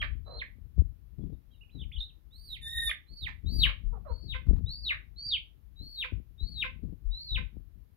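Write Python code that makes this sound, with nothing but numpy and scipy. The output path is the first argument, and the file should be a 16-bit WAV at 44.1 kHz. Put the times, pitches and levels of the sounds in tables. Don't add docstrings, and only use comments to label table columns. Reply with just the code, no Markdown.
import sys
import numpy as np
from scipy import signal
from scipy.fft import rfft, irfft
from scipy.io import wavfile
from scipy.ndimage import uniform_filter1d, map_coordinates

SR = 44100
rng = np.random.default_rng(int(sys.argv[2]) if len(sys.argv) > 2 else 0)


def wav_out(sig):
    wavfile.write(sys.argv[1], SR, np.round(np.clip(np.atleast_2d(sig).T, -1, 1) * 32767).astype(np.int16))


N = 351036
TIME = np.arange(N) / SR

# (start [s], rise [s], sag [s], plunge [s], plunge bend [exponent], start pitch [Hz],
# crest pitch [Hz], end pitch [Hz], opening [dB], crest [dB], knee [dB], throat ring [Hz], ring [dB],
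# left over right [dB], right delay [ms], overtones [dB], second voice [dB])
PEEP_CALLS = [ (0.0, .004, 0.0089, 0.023, 1.2, 3160, 3276, 940, -23, -41.5, -34, 1680, 15.8, -3, .37, -4, -30),
              (0.247, 0.14, 0.0092, .037, 1.01, 3990, 4183, 1170, -57, -50, -45, 2030, 23.3, -4, .22, -15, -10.5),
              (2.305, .13, .1, 0.041, 1.24, 3460, 4557, 1750, -58.5, -61.5, -41.5, 1740, 11.6, -5, -0.23, 10, -11.5),
              (2.888, .004, 0.012, 0.016, 1.28, 3460, 3400, 1124, -46, -50.5, -36, 1841, 25.3, -5.5, -.02, -7, -30),
              (3.066, .12, 0.052, .042, 1.16, 4020, 4460, 1498, -61, -55, -39, 1880, 23.3, -7, -0.26, -1, -11),
              (3.453, 0.11, .069, 0.045, 0.64, 3500, 4713, 1397, -48.5, -45, -23.5, 3021, 8, 4.5, -.05, 4.5, -24),
              (4.069, 0.18, 0.065, 0.044, 1.2, 4060, 4440, 907, -59.5, -63, -38, 2320, 2.4, 7, 0.18, -3.5, -11.5),
              (4.656, .15, 0.076, .054, 0.79, 3550, 4700, 1103, -40.5, -52, -30.5, 2090, 12.5, 2, 0.3, -9.5, -19.5),
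              (5.158, 0.12, 0.043, .057, 0.98, 4027, 4680, 2037, -46.5, -38.5, -31.5, 3070, 8.8, .5, -0.021, -14.5, -17.5),
              (5.755, 0.17, 0.08, 0.049, 1.29, 3786, 4409, 905, -52, -50, -33.5, 2546, 6.3, 4, -0.066, 0, -15),
              (6.377, 0.13, 0.098, 0.045, 1.34, 3610, 4368, 898, -48.5, -53, -35, 2570, 14.3, 7, -0.046, 0, -10),
              (7.107, 0.14, .097, 0.041, 1.22, 3680, 4280, 946, -43, -47.5, -33, 2540, 10.2, 0.5, .34, -13, -8),
              ]
# (harmonic [number], level [dB])
SYRINX_HARMONICS = [(1, 0), (2, -19.5), (3, -24.5), (4, -31.5)]
# (frequency [Hz], gain [dB])
BEAK_RESPONSE = [(2000, 0), (3900, 2.5), (4700, -10), (5600, -30), (7000, -28), (9000, -13.5),
                 (11200, -4.5), (14000, -8), (16000, -10)]
# (frequency [Hz], level [dB])
PEEP_BREATH = [(2300, -3.5), (4200, -2), (5500, -16.5), (8000, -19.5), (11000, -1), (14500, -5.5)]
# (start [s], length [s], pitch [Hz], level [dB], jitter [share of pitch])
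RASP_CALLS = [(0.011, 0.045, 566.7, -40, 0.13), (0.415, 0.013, 555.6, -42, 0.052),
              (2.89, 0.015, 606, -32, 0.11), (3.276, 0.025, 955, -45, 0.16),
              (3.648, 0.064, 563.3, -38, 0.12), (4.341, 0.033, 510, -41, 0.037),
              (4.903, 0.05, 585.4, -43.5, 0.0907), (6.039, 0.027, 515.5, -36.5, 0.072),
              (6.64, 0.034, 512, -39, 0.034), (7.372, 0.025, 513, -38.5, 0.06)]
# (centre [Hz], width [Hz], gain [dB])
THROAT_FORMANTS = [(1220, 190, -4.5), (1650, 1400, -2.5), (2328, 120, 16), (3500, 500, -6.5)]
# (frequency [Hz], level [dB])
RASP_BREATH = [(900, -17), (1600, -3.5), (2500, 0.5), (3800, -1.5), (4600, -13.5), (6000, -31),
               (8000, -44.5), (11000, -29), (14000, -31)]
# (time [s], pitch [Hz], level [dB])
SQUEAL_CONTOUR = [(2.611, 1834, -59), (2.645, 1800, -50), (2.656, 1803, -45), (2.695, 1821, -40),
                  (2.714, 1851, -42), (2.801, 1855, -36.5), (2.882, 1816, -35), (2.896, 1770, -48)]
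# (harmonic [number], level [dB])
SQUEAL_HARMONICS = [(1, -6), (2, -0.5), (3, -34.5), (4, -22.5), (5, -39), (6, -12.5), (7, -32), (8, -29.5)]
# (time [s], pitch [Hz], level [dB])
TRILL_CONTOURS = [
    [(1.695, 2400, -64.5), (1.715, 3970, -79), (1.743, 4020, -67), (1.79, 3790, -61.5), (1.798, 3300, -55),
     (1.81, 3710, -54), (1.823, 2920, -51.5), (1.832, 3155, -54), (1.845, 2117, -66)],
    [(1.917, 2040, -49.5), (1.928, 3610, -57), (1.942, 3260, -49.5), (1.954, 3750, -52.5),
     (1.968, 2910, -48.5), (2.0, 4470, -58), (2.008, 3566, -38), (2.033, 3790, -44), (2.055, 4060, -60),
     (2.09, 3615, -63), (2.11, 2530, -70)],
]
# (start [s], length [s], start pitch [Hz], middle pitch [Hz], end pitch [Hz], level [dB],
# left over right [dB])
CHEEP_CALLS = [(1.207, 0.045, 3430, 3400, 3460, -82, 14), (1.327, .045, 3880, 3680, 3810, -82.5, 13),
               (1.505, 0.053, 3190, 3190, 2650, -75.5, -10), (1.513, 0.076, 3770, 3900, 3500, -78.5, 6.5),
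               (1.608, 0.033, 2590, 2883, 2380, -59.5, -9.5)]
# (start [s], length [s], buffeting [dB], rubbing [dB])
BIRD_JERKS = [ (0.0, 0.1754, -38, -59), (0.619, 0.032, -44.5, -75), (0.773, .11, -35.5, -61.5),
              (1.188, .14, -41.5, -45), (1.753, 0.079, -44, -47.5), (1.813, .07, -38, -61),
              (1.957, 0.034, -42.5, -68.5), (2.757, .11, -45, -68.5), (3.111, 0.024, -49.5, -56.5),
              (3.22, 0.12, -45, -61), (3.447, 0.13, -31.5, -47), (3.52, 0.15, -30.5, -45.5),
              (3.841, .13, -47, -60.5), (4.106, .04, -46, -64), (4.232, 0.057, -48, -51),
              (4.321, 0.036, -37.5, -63), (4.471, .11, -31.5, -42.5), (4.634, 0.058, -35.5, -51.5),
              (4.825, 0.16, -47.5, -74), (5.257, 0.11, -48, -67), (5.808, 0.047, -43.5, -55),
              (6.122, 0.063, -39, -48.5), (6.413, 0.034, -42.5, -50), (6.5, 0.33, -46, -59.5),
              (6.836, .09, -37, -45), (7.032, .08, -51.5, -67.5), (7.322, 0.055, -35, -58),
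              (7.396, 0.014, -29.5, -44), (7.534, 0.063, -47.5, -57.5), (7.764, .02, -56, -60.5), ]
# (time [s], level [dB])
UNREST_LEVEL = [(0.0, -40.5), (0.31, -50.5), (1.66, -56.5), (1.88, -48.5), (2.15, -58), (2.7, -50),
                (3.1, -62.5), (3.55, -47), (4.57, -46), (5.43, -58.5), (6.74, -49.5), (7.96, -57.5)]
# (frequency [Hz], level [dB])
BUFFET_SPECTRUM = [(28, -13), (38, -4), (52, 0), (80, -7.5), (120, -17.5), (200, -37)]
# (frequency [Hz], level [dB])
RUB_SPECTRUM = [(70, -11.5), (130, 9), (250, -2), (400, -16.5), (700, -35.5), (1500, -52), (4000, -53)]
# (start [s], level [dB], pitch [Hz], time to peak [s])
PORT_THUMPS = [(0.78, -7.5, 62.6, 0.014), (0.78, -14.5, 143, 0.0059), (1.958, -23, 49.7, 0.025),
               (2.851, -30, 42.6, 0.021), (3.836, -18, 39.2, 0.029), (4.11, -21.5, 42.5, 0.014),
               (4.484, -5, 56.7, 0.0092), (4.523, -13.5, 53.6, 0.011), (4.635, -19.5, 85.4, 0.0083),
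               (6.121, -24, 96.6, 0.012), (6.421, -17.5, 40.6, 0.012), (6.84, -30, 62.3, 0.011),
               (7.041, -19.5, 43.8, 0.034), (7.354, -18.5, 47, 0.0096)]
# (time [s], level [dB])
FEATHER_SCUFFS = [(0.584, -57), (0.78, -38), (0.819, -38.5), (1.193, -42.5), (1.216, -47), (4.491, -37),
                  (4.51, -30), (4.532, -37.5), (4.608, -47.5), (5.822, -54.5), (6.122, -40.5),
                  (7.568, -44.5)]
# (time [s], level [dB])
CLAW_TICKS = [(4.467, -57.5), (4.5313, -55.5), (4.5622, -54), (4.5833, -56.5)]
# (frequency [Hz], level [dB])
TICK_SPECTRUM = [(900, 14.5), (2500, -4), (4200, -3), (6000, -16.5), (8500, -25), (12000, -9), (15000, -9)]
# (start [s], length [s], start pitch [Hz], end pitch [Hz], level [dB], jitter [share of pitch])
YELP_CALLS = [(0.257, 0.13, 602, 580, -61.5, 0.14), (3.921, 0.057, 507, 370, -62, 0.054),
              (4.047, 0.078, 685, 456, -56.5, 0.022)]
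# (centre [Hz], width [Hz], gain [dB])
YELP_FORMANTS = [(566, 118, -3), (949, 320, -6.5), (1454, 90, -25.5)]
# (frequency [Hz], level [dB])
YELP_BREATH = [(420, -9.5), (600, -3.5), (800, -13), (1100, -5.5), (1400, -9.5), (1800, -25.5)]
# (frequency [Hz], level [dB])
TAIL_SPECTRUM = [(400, 5), (1000, -8.5), (2300, -4), (3800, -4), (4700, 3), (6000, -4), (11000, -1),
                 (15000, -5.5)]
# (frequency [Hz], level [dB])
HISS_SPECTRUM = [(180, -24.5), (300, -5.5), (610, -18), (1090, -21), (3400, -27), (4070, -28.5),
                 (6460, -35), (8280, -39), (11900, -25), (14800, -24.5), (15500, -30.5)]


def peeps(jitter=.004, plunge_jitter=.009, waver=.003, flutter_db=1.87, swell_db=.5, tense_hz=3400,
          second_ratio=1.06, second_lag_s=.012, second_from_hz=3800, air_db=-34.5, mellow_db=4.5):
    out = np.zeros((2, N))
    for *shape, pan_db, delay_ms, overtones_db, second_db in PEEP_CALLS:
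        t, hz, level_db = peep_contour(*shape)
        n = len(t)
        hz = hz * (1 + waver * drift(60, n))
        slack = np.clip(2 * (1 - hz / tense_hz), 0, 1)
        unsteady_hz = hz * (1 + jitter * drift(250, n) + plunge_jitter * slack * drift(1200, n))
        tone = whistle(unsteady_hz, overtones_db - mellow_db * slack)
        joined = np.clip((hz - second_from_hz) / 450, 0, 1)
        second_hz = second_ratio * uniform_filter1d(np.interp(t - second_lag_s, t, hz), size=1200)
        second_voice = whistle(second_hz * (1 + jitter * drift(380, n)), overtones_db)
        sub_octave = from_db(-28) * np.sin(phase_of(second_hz / 2))
        tone += joined * from_db(second_db) * (second_voice + sub_octave)
        tone += from_db(air_db + overtones_db / 2 - mellow_db * slack) * noise(PEEP_BREATH, n)
        loudness = from_db(level_db + flutter_db * drift(150, n) + swell_db * joined * drift(49, n))
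        add(out, t, pan(np.sqrt(2) * tone * loudness * gate(t, .0069), pan_db, delay_ms))
    return out


def peep_contour(start, rise_s, sag_s, plunge_s, bend, start_hz, crest_hz, end_hz,
                 opening_db, crest_db, knee_db, ring_hz, ring_db):
    t = span(start, start + rise_s + sag_s + plunge_s)
    rise = ramp(t, start, rise_s)
    sag = ease(ramp(t, start + rise_s, sag_s) ** 1.2)
    plunge = ramp(t, start + rise_s + sag_s, plunge_s) ** bend
    knee_hz = min(3747, crest_hz)
    hz = crest_hz + (start_hz - crest_hz) * (1 - rise) ** 2
    hz += (knee_hz - crest_hz) * sag + (end_hz - knee_hz) * plunge
    above_crack_hz = hz - 4190
    hz += 76 * np.tanh(above_crack_hz / 30) * np.exp(-np.abs(above_crack_hz) / 330)
    attack, settle = ramp(rise, 0, .23), ease(ramp(rise, .23, .76))
    db = opening_db - 19 * (1 - attack) + (crest_db - opening_db) * settle
    db += (knee_db - crest_db) * sag - 12.5 * plunge
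    db += ring_db * np.exp(-((hz - ring_hz) / 480) ** 2)
    return t, hz, db


def whistle(hz, overtones_db, hoarse_rad=.7):
    phase = phase_of(hz)
    tone = np.sin(phase)
    for k, (_, db) in enumerate(SYRINX_HARMONICS[1:], 2):
        beak_db = db_at(BEAK_RESPONSE, k * hz) - db_at(BEAK_RESPONSE, hz)
        gain = from_db(db + overtones_db + beak_db) * (k * hz < SR / 2)
        tone += gain * np.sin(k * phase + hoarse_rad * drift(700, len(hz)))
    return tone


def rasps(shimmer_db=.5, air_db=-14.5):
    out = np.zeros(N)
    for start, length, hz, db, jitter in RASP_CALLS:
        t = span(start, start + length)
        flap_hz = hz * (1 + jitter * drift(700, len(t)))
        voice = buzz(flap_hz, THROAT_FORMANTS, harmonics=7, response_samples=110)
        voice += from_db(air_db) * noise(RASP_BREATH, len(t))
        voice *= from_db(shimmer_db * drift(600, len(t)))
        add(out, t, from_db(db) * unit_rms(voice) * gate(t, .0076))
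    return pan(out, -15, delay_ms=.25)


def buzz(hz, formants, harmonics, response_samples):
    phase, out = phase_of(hz), 0
    for k in range(1, harmonics + 1):
        gain = sum(from_db(db) / (1 + (2 * (k * hz - centre) / width) ** 2)
                   for centre, width, db in formants)
        out += uniform_filter1d(gain, size=response_samples) * np.sin(k * phase)
    return unit_rms(out)


def squeal(gain_db=2.5, tremble=.013, tremble_hz=44, wander=.005, jitter=.0043, shimmer_db=4.5):
    out = np.zeros(N)
    times, pitches, levels = np.transpose(SQUEAL_CONTOUR)
    t = span(times[0], times[-1])
    n = len(t)
    waver = tremble * np.sin(phase_of(tremble_hz * (1 + .05 * drift(30.6, n))))
    waver += jitter * drift(500, n) + wander * drift(24.97, n)
    phase = phase_of(np.interp(t, times, pitches) * (1 + waver))
    effort_db = np.interp(t, times, levels)
    edge_db = .12 * (effort_db - effort_db.max())
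    tone = sum(from_db(db + edge_db * (k != 2) + shimmer_db * drift(69, n)) * np.sin(k * phase)
               for k, (_, db) in enumerate(SQUEAL_HARMONICS, 1))
    add(out, t, unit_rms(tone) * from_db(effort_db + gain_db) * gate(t, .006))
    return pan(out, -2, delay_ms=.067)


def trills():
    out = np.zeros(N)
    for contour in TRILL_CONTOURS:
        times, pitches, levels = np.transpose(contour)
        t = span(times[0] - .002, times[-1] + .002)
        hz = uniform_filter1d(np.interp(t, times, pitches), size=150)
        add(out, t, soft_call(t, hz, np.interp(t, times, levels)))
    return pan(out, -2)


def cheeps(swell_db=3):
    out = np.zeros((2, N))
    for start, length, start_hz, middle_hz, end_hz, db, pan_db in CHEEP_CALLS:
        t = span(start, start + length)
        progress = ramp(t, start, length)
        arc = np.sin(np.pi * progress)
        hz = start_hz + (end_hz - start_hz) * progress + (middle_hz - (start_hz + end_hz) / 2) * arc
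        add(out, t, pan(soft_call(t, hz, db - swell_db * (1 - arc)), pan_db))
    return out


def soft_call(t, hz, db, jitter=.006, flutter_db=2.5):
    tone = whistle(hz * (1 + jitter * drift(250, len(t))), overtones_db=-4.5)
    return np.sqrt(2) * tone * from_db(db + flutter_db * drift(153.6, len(t))) * gate(t, .0042)


def handling(buffet_db=6.5, rub_db=7.5, lumpy_db=3):
    draught, rub = struggle()
    buffeting = draught * from_db(buffet_db) * noise(BUFFET_SPECTRUM)
    friction = unit_rms(noise(RUB_SPECTRUM) * from_db(lumpy_db * drift(110)))
    return buffeting + rub * from_db(rub_db) * friction + thumps() + scuffs(rub)


def struggle(attack_s=.014, sag_db=3, buffet_release_s=.037, rub_release_s=.025):
    unrest = from_db(np.interp(TIME, *np.transpose(UNREST_LEVEL)))
    power = np.array([unrest, from_db(-17) * unrest]) ** 2
    for start, length, buffet_db, rub_db in BIRD_JERKS:
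        t = span(start - attack_s, start + length + .3)
        held = ease(ramp(t, start - attack_s, attack_s)) * from_db(-sag_db * ramp(t, start, length))
        since_end = np.maximum(t - start - length, 0)
        release = np.exp(-since_end / np.array([[buffet_release_s], [rub_release_s]]))
        add(power, t, (from_db([[buffet_db], [rub_db]]) * held * release) ** 2)
    return np.sqrt(power)


def thumps(wobble=.18):
    out = np.zeros(N)
    for start, db, hz, rise_s in PORT_THUMPS:
        t = span(start, start + .25)
        age = (t - t[0]) / rise_s
        swell = (age * np.exp(1 - age)) ** 1.91
        add(out, t, from_db(db) * swell * np.sin(phase_of(hz * (1 + wobble * drift(69, len(t))))))
    return out


def scuffs(rub, catches_per_s=60, catch_db=6, scuff_db=10.5):
    catches = rng.random(N) < catches_per_s / SR
    clicks = catches * rng.standard_normal(N) * rub * from_db(catch_db)
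    for start, db in FEATHER_SCUFFS:
        clicks[int(start * SR)] += from_db(db + scuff_db)
    casing = np.vstack([butter(2, [120, 300], "band"), butter(3, 620, "low")])
    knock_peak = np.abs(signal.sosfilt(casing, signal.unit_impulse(SR // 20))).max()
    return signal.sosfilt(casing, clicks + 1e-18) / knock_peak


def ticks(gain_db=-4.5, decay_s=.009):
    out = np.zeros(N)
    for start, db in CLAW_TICKS:
        t = span(start, start + .04)
        add(out, t, from_db(db + gain_db) * noise(TICK_SPECTRUM, len(t)) * np.exp((t[0] - t) / decay_s))
    return pan(out, 19.5)


def yelps(air_db=-10):
    out = np.zeros(N)
    for start, length, start_hz, end_hz, db, jitter in YELP_CALLS:
        t = span(start, start + length)
        hz = end_hz + (start_hz - end_hz) * (1 - (t - start) / length) ** 2
        hz *= 1 + jitter * drift(600, len(t))
        voice = buzz(hz, YELP_FORMANTS, harmonics=3, response_samples=8)
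        voice += from_db(air_db) * noise(YELP_BREATH, len(t))
        add(out, t, from_db(db) * voice * gate(t, .0083))
    return pan(out, -18.5, delay_ms=.07)


def coop_echo(stereo, t60_s, wet_db, early_db, dull_hz=4200, echoes=7):
    t, out = span(0, .7), []
    for channel in stereo:
        wash, decay = noise(TAIL_SPECTRUM, len(t)), from_db(-60 * t / t60_s)
        lows = signal.sosfilt(butter(3, dull_hz, "low"), wash[::-1])[::-1]
        lows = signal.sosfilt(butter(3, dull_hz, "low"), lows)
        tail = (lows * decay + (wash - lows) * decay ** 1.6) * gate(t, .014)
        response = from_db(wet_db) * tail / np.linalg.norm(tail)
        arrivals = (rng.uniform(.002, .016, echoes) * SR).astype(int)
        response[arrivals] += from_db(early_db) * rng.choice([-1, 1], echoes)
        out.append(signal.fftconvolve(channel, response)[:N])
    return np.array(out)


def hiss(left_db=-76.5, right_db=-75.2):
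    return np.array([from_db(db) * noise(HISS_SPECTRUM) for db in (left_db, right_db)])


def from_db(db):
    return 10 ** (np.asarray(db) / 20)


def unit_rms(x):
    return x / np.sqrt(np.mean(x ** 2) + 1e-20)


def db_at(spectrum, hz):
    frequencies, db = np.transpose(spectrum)
    return np.interp(np.log(hz + 1), np.log(frequencies), db)


def butter(order, hz, kind):
    return signal.butter(order, hz, kind, fs=SR, output="sos")


def noise(spectrum, size=N):
    hz = np.fft.rfftfreq(size, 1 / SR)
    low_skirt = 1 + (spectrum[0][0] / (hz + 1) / 1.3) ** 6
    high_skirt = 1 + (hz / spectrum[-1][0] / 1.3) ** 6
    colour = from_db(db_at(spectrum, hz)) / low_skirt / high_skirt
    return unit_rms(irfft(rfft(rng.standard_normal(size)) * colour, size))


def drift(rate_hz, size=N):
    steps = np.arange(size) * rate_hz / SR
    return map_coordinates(rng.standard_normal(int(steps[-1]) + 4), [steps + 1], order=2, mode="nearest")


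def phase_of(hz):
    return 2 * np.pi * np.cumsum(hz) / SR


def ramp(t, start, length):
    return np.clip((t - start) / max(length, 1 / SR), 0, 1)


def ease(progress):
    return np.sin(np.pi / 2 * progress) ** 2


def gate(t, fade_s):
    return ease(ramp(np.minimum(t - t[0], t[-1] - t), 0, fade_s))


def span(start, end):
    return TIME[max(int(start * SR), 0):int(end * SR)]


def add(track, t, sound):
    first = int(round(t[0] * SR))
    track[..., first:first + len(t)] += sound


def pan(x, left_over_right_db, delay_ms=0):
    left, right = unit_rms(from_db([left_over_right_db / 2, -left_over_right_db / 2]))
    delayed = map_coordinates(x, [np.arange(len(x)) - delay_ms * SR / 1000], order=3)
    return np.array([left * x, right * delayed])


def scene():
    bird = from_db(-1.5) * peeps() + cheeps() + trills() + squeal() + rasps()
    far = yelps()
    treble = signal.sosfilt(butter(1, 9000, "high"), bird)
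    bird += np.array([[-.25], [.5]]) * treble
    bird += coop_echo(bird, t60_s=.24, wet_db=-7.5, early_db=-19)
    far = from_db(3.5) * far + coop_echo(far, t60_s=.27, wet_db=0, early_db=-1.5)
    bed = hiss()
    hands = np.array([handling(), from_db(-26.5) * handling()])
    return bird + hands + ticks() + far + bed


def record(dry, low_cut_hz=29, high_cut_hz=15700):
    heard = signal.sosfilt(butter(2, low_cut_hz, "high"), dry)
    return signal.sosfilt(signal.ellip(10, .1, 80, high_cut_hz, fs=SR, output="sos"), heard)


dry = scene()
out = record(dry)
wav_out(out)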